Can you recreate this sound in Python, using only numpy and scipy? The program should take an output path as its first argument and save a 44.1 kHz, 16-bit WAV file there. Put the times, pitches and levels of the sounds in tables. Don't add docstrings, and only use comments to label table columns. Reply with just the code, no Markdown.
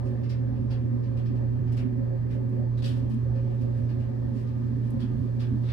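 import sys
import numpy as np
from scipy import signal
from scipy.fft import rfft, irfft, next_fast_len
from scipy.io import wavfile
from scipy.ndimage import uniform_filter1d, map_coordinates

SR = 44100
rng = np.random.default_rng(int(sys.argv[2]) if len(sys.argv) > 2 else 0)


def undo_db(level):
    steps = np.asarray(level, float) / 20
    return 10 ** steps


def wrap_up_sound(samples):
    columns = np.atleast_2d(samples).T
    tamed = np.clip(columns, -1, 1)
    steps = np.round(tamed * 32767).astype(np.int16)
    wavfile.write(sys.argv[1], SR, steps)


N = 252252

# [t/s, peak level/dB, sheen level/dB, upper ring level/dB]
KNOCKS = [(0.225, -57, -23, -0.5), (.287, -50, -14.5, 2), (.55, -64.5, -23.5, -5.5),
          (.697, -49.5, -22.5, -1), (1.025, -64.5, -18, 4.5), (1.162, -54, -17.5, -5),
          (1.248, -59.5, -17.5, 1), (1.344, -64, -12.5, -3), (1.664, -61.5, -24, -1), (1.712, -58, -6, -2),
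          (1.762, -48, -12, -6), (2.297, -54.5, -16.5, -6.5), (2.509, -67, -11, -10),
          (3.345, -59, -21.5, -3.5), (3.495, -63.5, -13, -14.5), (3.882, -58, -24.5, 1),
          (3.99, -59, -16, -5.5), (4.462, -61, -14.5, 0)]
KNOCK_S, KNOCK_PANEL_DB = 0.03, 0

# [t/s, peak level/dB, sheen level/dB]
SCREWS = [
    (2.819, -42.5, -16.5),
    (2.837, -36.5, -17),
    (2.851, -45.5, -3),
    (2.864, -50, -9),
    (2.888, -51, -8),
    (2.911, -52, -9),
]
SCREW_S, SCREW_PANEL_DB, SCREW_UPPER_DB = 0.017, -11.5, -6.5

# [t/s, peak level/dB, contact length/s, sheen level/dB]
SHOVES = [
    (2.765, -51, 0.028, -14),
    (4.99, -48.5, 0.036, -17),
    (5.388, -47.5, 0.033, -15),
    (5.6, -57, 0.11, -18),
    (5.664, -48, .065, -36),
]
SHOVE_PANEL_DB, SHOVE_UPPER_DB = -2, -9

# [t/s, peak level/dB, contact length/s]
SLIDES = [
    (0.033, -57, 0.072),
    (1.775, -63, 0.032),
    (2.31, -62.5, .07),
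    (2.926, -56, 0.086),
    (3.089, -55, 0.051),
    (3.589, -57.5, 0.062),
    (3.7, -62.5, 0.15),
    (4.306, -57.5, 0.15),
    (4.802, -63.5, 0.13),
]
SLIDE_PANEL_DB, SLIDE_SHEEN_DB, SLIDE_UPPER_DB = -9.5, -6.5, -4.5

# [t/s, peak level/dB, left-right difference/dB]
TICKS = [
    (1.726, -56, 13.5),
    (1.769, -53.5, -1.5),
    (2.4937, -58.5, 5),
    (2.8926, -51, 7),
    (3.0979, -57.5, 15),
    (3.1426, -58, 14.5),
    (3.6176, -66, 2),
    (4.905, -51, 12),
    (5.6692, -65, 2),
]

# [t/s, level/dB]
CLOTH = [
    (0, -72),
    (.4, -76),
    (1.4, -79.5),
    (2.7, -79.5),
    (3.0, -71.5),
    (4.15, -72),
    (4.8, -71.5),
    (5.0, -71),
    (5.72, -70.5),
]

# [f/Hz, level/dB]
PANEL = [(300, -26.5), (700, -2), (1200, 0), (1900, 2), (2500, -7), (4000, -34.5)]
LOW_RING = [(1200, -26.5), (2000, -13.5), (2500, 2.5), (3200, -0.5), (3800, -10), (6000, -30)]
HIGH_RING = [(2500, -29), (3900, -5), (4600, 2), (5300, 1), (6000, -10), (8000, -26)]
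BOARD_RING = [(1200, -28), (2100, -19), (2600, -3.5), (3400, 1), (4200, -4.5), (4800, -14), (6500, -29.5)]
PILE = [(900, -49.5), (1900, -31.5), (2500, -10.5), (3500, -9.5), (5000, -13.5), (5600, -15.5),
        (6300, -19.5), (9000, -43.5)]
SHEEN = [(3000, -7.5), (6000, 0), (8000, 1.5), (10500, 0.5), (13000, -6), (15600, -16)]

# [f/Hz, T60/s]
ROOM = [(500, 0.43), (2000, 0.37), (5000, 0.19), (9000, 0.19), (14000, 0.24)]

# [t/s, level/dB]
HUM = [
    (0.0, -29),
    (1.3, -28),
    (2.3, -29),
    (2.6, -28),
    (3.7, -28.5),
    (4.1, -30),
    (4.5, -29),
    (5.72, -29.5),
]
MAINS_HZ = 59.99

# [t/s, left shift/ms, right shift/ms]
SKIPS = [
    (1.135, -2.63, -.34),
    (1.598, 2.9, 2.5),
    (3.798, -2.23, -2.3),
    (4.956, -3.82, -3.71),
    (5.152, 1.74, 1.8),
    (5.199, 3.18, 3.02),
]

# [f/Hz, level per Hz/dB]
RUMBLE = [(15, -76.5), (25, -14), (50, -7.5), (80, -1), (105, -4), (170, -10), (300, -15.5), (440, -16.5),
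          (480, -28), (660, -28), (900, -64)]
VENT = [(380, -35), (640, -16), (782, -5.5), (858, 0.5), (1120, -1.5), (1210, -1), (1410, -8.5),
        (1760, -0.5), (2120, -11.5), (2360, -11), (2700, -17.5), (3920, -20.5), (4420, -17.5),
        (6250, -29.5), (15500, -49)]

# [f/Hz, width/Hz, level/dB]
DUCT = [(221.9, 22, -2), (245.2, 28.4, 0.5), (277, 30, -12)]
BRANCH = [(369.5, 25, -10.5), (537, 34, -14), (601.4, 20, -25.5), (742, 56, -31), (868, 71, -32.5)]
WHINES = [(1035.6, 38, -69), (1211.6, 22, -70.5), (11800, 350, -94.5)]

# [t/s, level change/dB]
SURGES = [(.19, 2.5), (.63, 2), (1.08, 2.5), (1.9, 3), (4.25, 2), (0.959, 3), (1.33, -0.5), (1.45, 6),
          (2.36, 4.5), (2.61, 7), (2.8, -2.5), (3.149, 4), (3.3, -4), (3.65, 5), (4.08, -6.5), (4.5, -3),
          (4.76, -1), (4.938, 5), (5.06, 2), (5.299, -7.5), (5.55, 8.5)]
DUCT_DB, SURGE_S, FLUTTER_DB = -36.5, 0.036, 2.5

# [f/Hz, likeness 0..1]
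ALIKE = [(20, .2), (45, .55), (80, .9), (140, .85), (175, .3), (200, .02)]

# [f/Hz, left-right level/dB]
SIDES = [(20, -11), (36, -6), (125, -4.5), (220, -1.5), (260, -5), (440, -5), (700, -1), (1300, 2),
         (2500, 4), (4500, 1), (8000, 2.5), (15000, -.5)]
TOP_HZ = 15720


def unit(x):
    return x / np.sqrt(np.mean(x ** 2) + 1e-20)


def along(points, hz):
    f, v = np.transpose(points)
    return np.interp(np.log(hz + 1), np.log(f + 1), v)


def curve(points):
    s, v = np.transpose(points)
    return np.interp(np.arange(N) / SR, s, v)


def wobble(rate):
    knots = rng.standard_normal(int(N * rate / SR) + 4)
    return map_coordinates(knots, [np.arange(N) * rate / SR])


def filtered(x, response):
    length = x.shape[-1]
    m = next_fast_len(length + 8192)
    return irfft(rfft(x, m) * response(np.fft.rfftfreq(m, 1 / SR)), m)[..., :length]


def rush(gain, patchy_db):
    z = signal.stft(rng.standard_normal((2, N)), nperseg=512)[2]
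    field = uniform_filter1d(rng.standard_normal(z.shape[1:]), size=6, axis=0)
    field = uniform_filter1d(field, size=14, axis=1)
    pair = signal.istft(z * undo_db(patchy_db * unit(field)), nperseg=512)[1][:, :N]

    def mid_side_gain(hz):
        turn = np.arccos(np.clip(along(ALIKE, hz), 0, 1)) / 2
        return gain(hz) * np.array([np.cos(turn), np.sin(turn)])

    mid, side = filtered(pair, mid_side_gain)
    return unit(np.array([mid + side, mid - side]))


def knocks():
    rows = [(s, db, KNOCK_PANEL_DB, sheen_db, upper_db, KNOCK_S) for s, db, sheen_db, upper_db in KNOCKS]
    return contacts(rows, LOW_RING, gain_db=6.5, direct_db=-4.5, grain_db=1, dull_hz=14000)


def board():
    rows = [(s, db, SCREW_PANEL_DB, sheen_db, SCREW_UPPER_DB, SCREW_S) for s, db, sheen_db in SCREWS]
    rows += [(s, db, SHOVE_PANEL_DB, sheen_db, SHOVE_UPPER_DB, length) for s, db, length, sheen_db in SHOVES]
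    return contacts(rows, BOARD_RING, gain_db=7, direct_db=-6, grain_db=3.5, dull_hz=13000)


def slides():
    rows = [(s, db, SLIDE_PANEL_DB, SLIDE_SHEEN_DB, SLIDE_UPPER_DB, length) for s, db, length in SLIDES]
    return contacts(rows, LOW_RING, gain_db=-1.5, direct_db=-0.5, grain_db=1.0, dull_hz=18000)


def contacts(rows, ring, gain_db, direct_db, grain_db, dull_hz):
    out, length = np.zeros((2, N + SR)), SR // 3
    t = np.arange(length) / SR
    for s, db, panel_db, sheen_db, upper_db, contact_s in rows:
        lumps = unit(uniform_filter1d(rng.standard_normal(length), size=70))
        press = np.sin(np.pi * np.minimum(t / contact_s, 1)) ** 2
        chatter = rng.standard_normal((2, length)) * undo_db(grain_db * lumps) * press
        parts = [(ring, 0), (HIGH_RING, upper_db), (PANEL, panel_db), (SHEEN, sheen_db - 4.0)]

        def colour(hz):
            body = sum(undo_db(along(part, hz) + part_db) for part, part_db in parts)
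            return body / (1 + (hz / dull_hz) ** 4)

        echo = signal.fftconvolve(chatter, room(length), axes=1)[:, :length]
        heard = filtered(undo_db(direct_db) * chatter + echo, colour)
        grain_rms = np.sqrt(np.mean(chatter ** 2) / np.mean(press ** 2))
        out[:, round(s * SR):][:, :length] += undo_db(db + gain_db) * heard / grain_rms
    return out[:, :N]


def room(length):
    hz, t, z = signal.stft(rng.standard_normal((2, length)), SR, nperseg=256)
    decay = undo_db(-60 * t / along(ROOM, hz)[:, None])
    tail = signal.istft(z * decay, SR, nperseg=256)[1][:, :length]
    tail = tail * (1 - np.exp(-np.arange(length) / SR / 0.008))
    return tail / np.linalg.norm(tail, axis=1, keepdims=True)


def ticks():
    out, t = np.zeros((2, N + SR)), np.arange(SR // 8) / SR
    decay = undo_db(-60 * t / 0.015) + undo_db(-10 - 60 * t / 0.1)
    for s, db, pan_db in TICKS:
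        click = rng.standard_normal((2, len(t))) * decay
        sides_db = np.array([[0.5], [-0.5]]) * pan_db
        out[:, round(s * SR):][:, :len(t)] += undo_db(db - 4 + sides_db) * click
    return filtered(out[:, :N], lambda hz: undo_db(along(SHEEN, hz)) * np.minimum(hz / 11000, 1) ** 1.5)


def cloth():
    drag_db = curve(CLOTH)
    sheen_db = 3.1 * (drag_db - drag_db.max()) - 63
    lumps_db = 0.8 * wobble(18)
    pile = rush(lambda hz: undo_db(along(PILE, hz)), patchy_db=1)
    weave = rush(lambda hz: undo_db(along(SHEEN, hz)), patchy_db=0.5)
    return undo_db(drag_db - 1.0 + lumps_db) * pile + undo_db(sheen_db - 15 + lumps_db / 2) * weave


def ventilation():
    hum = undo_db(curve(HUM) + 1.0) * motor()
    rumble = undo_db(-38.0) * rush(lambda hz: undo_db(along(RUMBLE, hz)), patchy_db=1)
    duct = undo_db(surges()) * rush(pipe(DUCT), patchy_db=-1.43)
    branch = undo_db(-46.0 + 1.2 * wobble(7.1)) * rush(pipe(BRANCH), patchy_db=2.96)
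    hiss = undo_db(-59.5 + 0.13 * wobble(8)) * rush(lambda hz: undo_db(along(VENT, hz)), patchy_db=1.34)
    air = rumble + duct + branch + hiss
    for centre_hz, width_hz, db in WHINES:
        air = air + undo_db(db) * rush(lambda hz: peak(hz, centre_hz, width_hz) ** 2, patchy_db=-1.5)
    return hum + air


def motor():
    t, hum_hz = np.arange(N) / SR, 2 * MAINS_HZ
    lead_ms = np.array([[-1.26], [-2.31]])
    for s, left_ms, right_ms in SKIPS:
        lead_ms = lead_ms + (t > s) * np.array([[left_ms], [right_ms]])
    turn = np.exp(2j * np.pi * hum_hz * lead_ms / 1000)
    fade = uniform_filter1d(turn.real, size=500) + 1j * uniform_filter1d(turn.imag, size=500)
    tone = np.real(fade * np.exp(2j * np.pi * hum_hz * t))
    return np.sqrt(2) * undo_db(0.82 * wobble(5.2)) * tone


def surges():
    t = np.arange(N) / SR
    swells_db = sum(db * np.exp(-((t - s) / SURGE_S) ** 2) for s, db in SURGES)
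    return DUCT_DB + FLUTTER_DB * wobble(9) + swells_db


def pipe(resonances):
    return lambda hz: sum(undo_db(db) * peak(hz, c, 1.07 * w) ** 2 for c, w, db in resonances)


def peak(hz, centre_hz, width_hz):
    return hz * width_hz / np.sqrt((centre_hz ** 2 - hz ** 2) ** 2 + (hz * width_hz) ** 2)


def scene():
    return knocks() + board() + slides() + ticks() + cloth() + ventilation()


def top_cut(x):
    return signal.sosfilt(signal.butter(12, 15630, fs=SR, output="sos"), x)


def record(dry):
    halves = np.array([[0.5], [-0.5]])
    mix = filtered(dry, lambda hz: undo_db(halves * along(SIDES, hz)) * (hz < TOP_HZ))
    return top_cut(mix)


dry = scene()
out = record(dry)
wrap_up_sound(out)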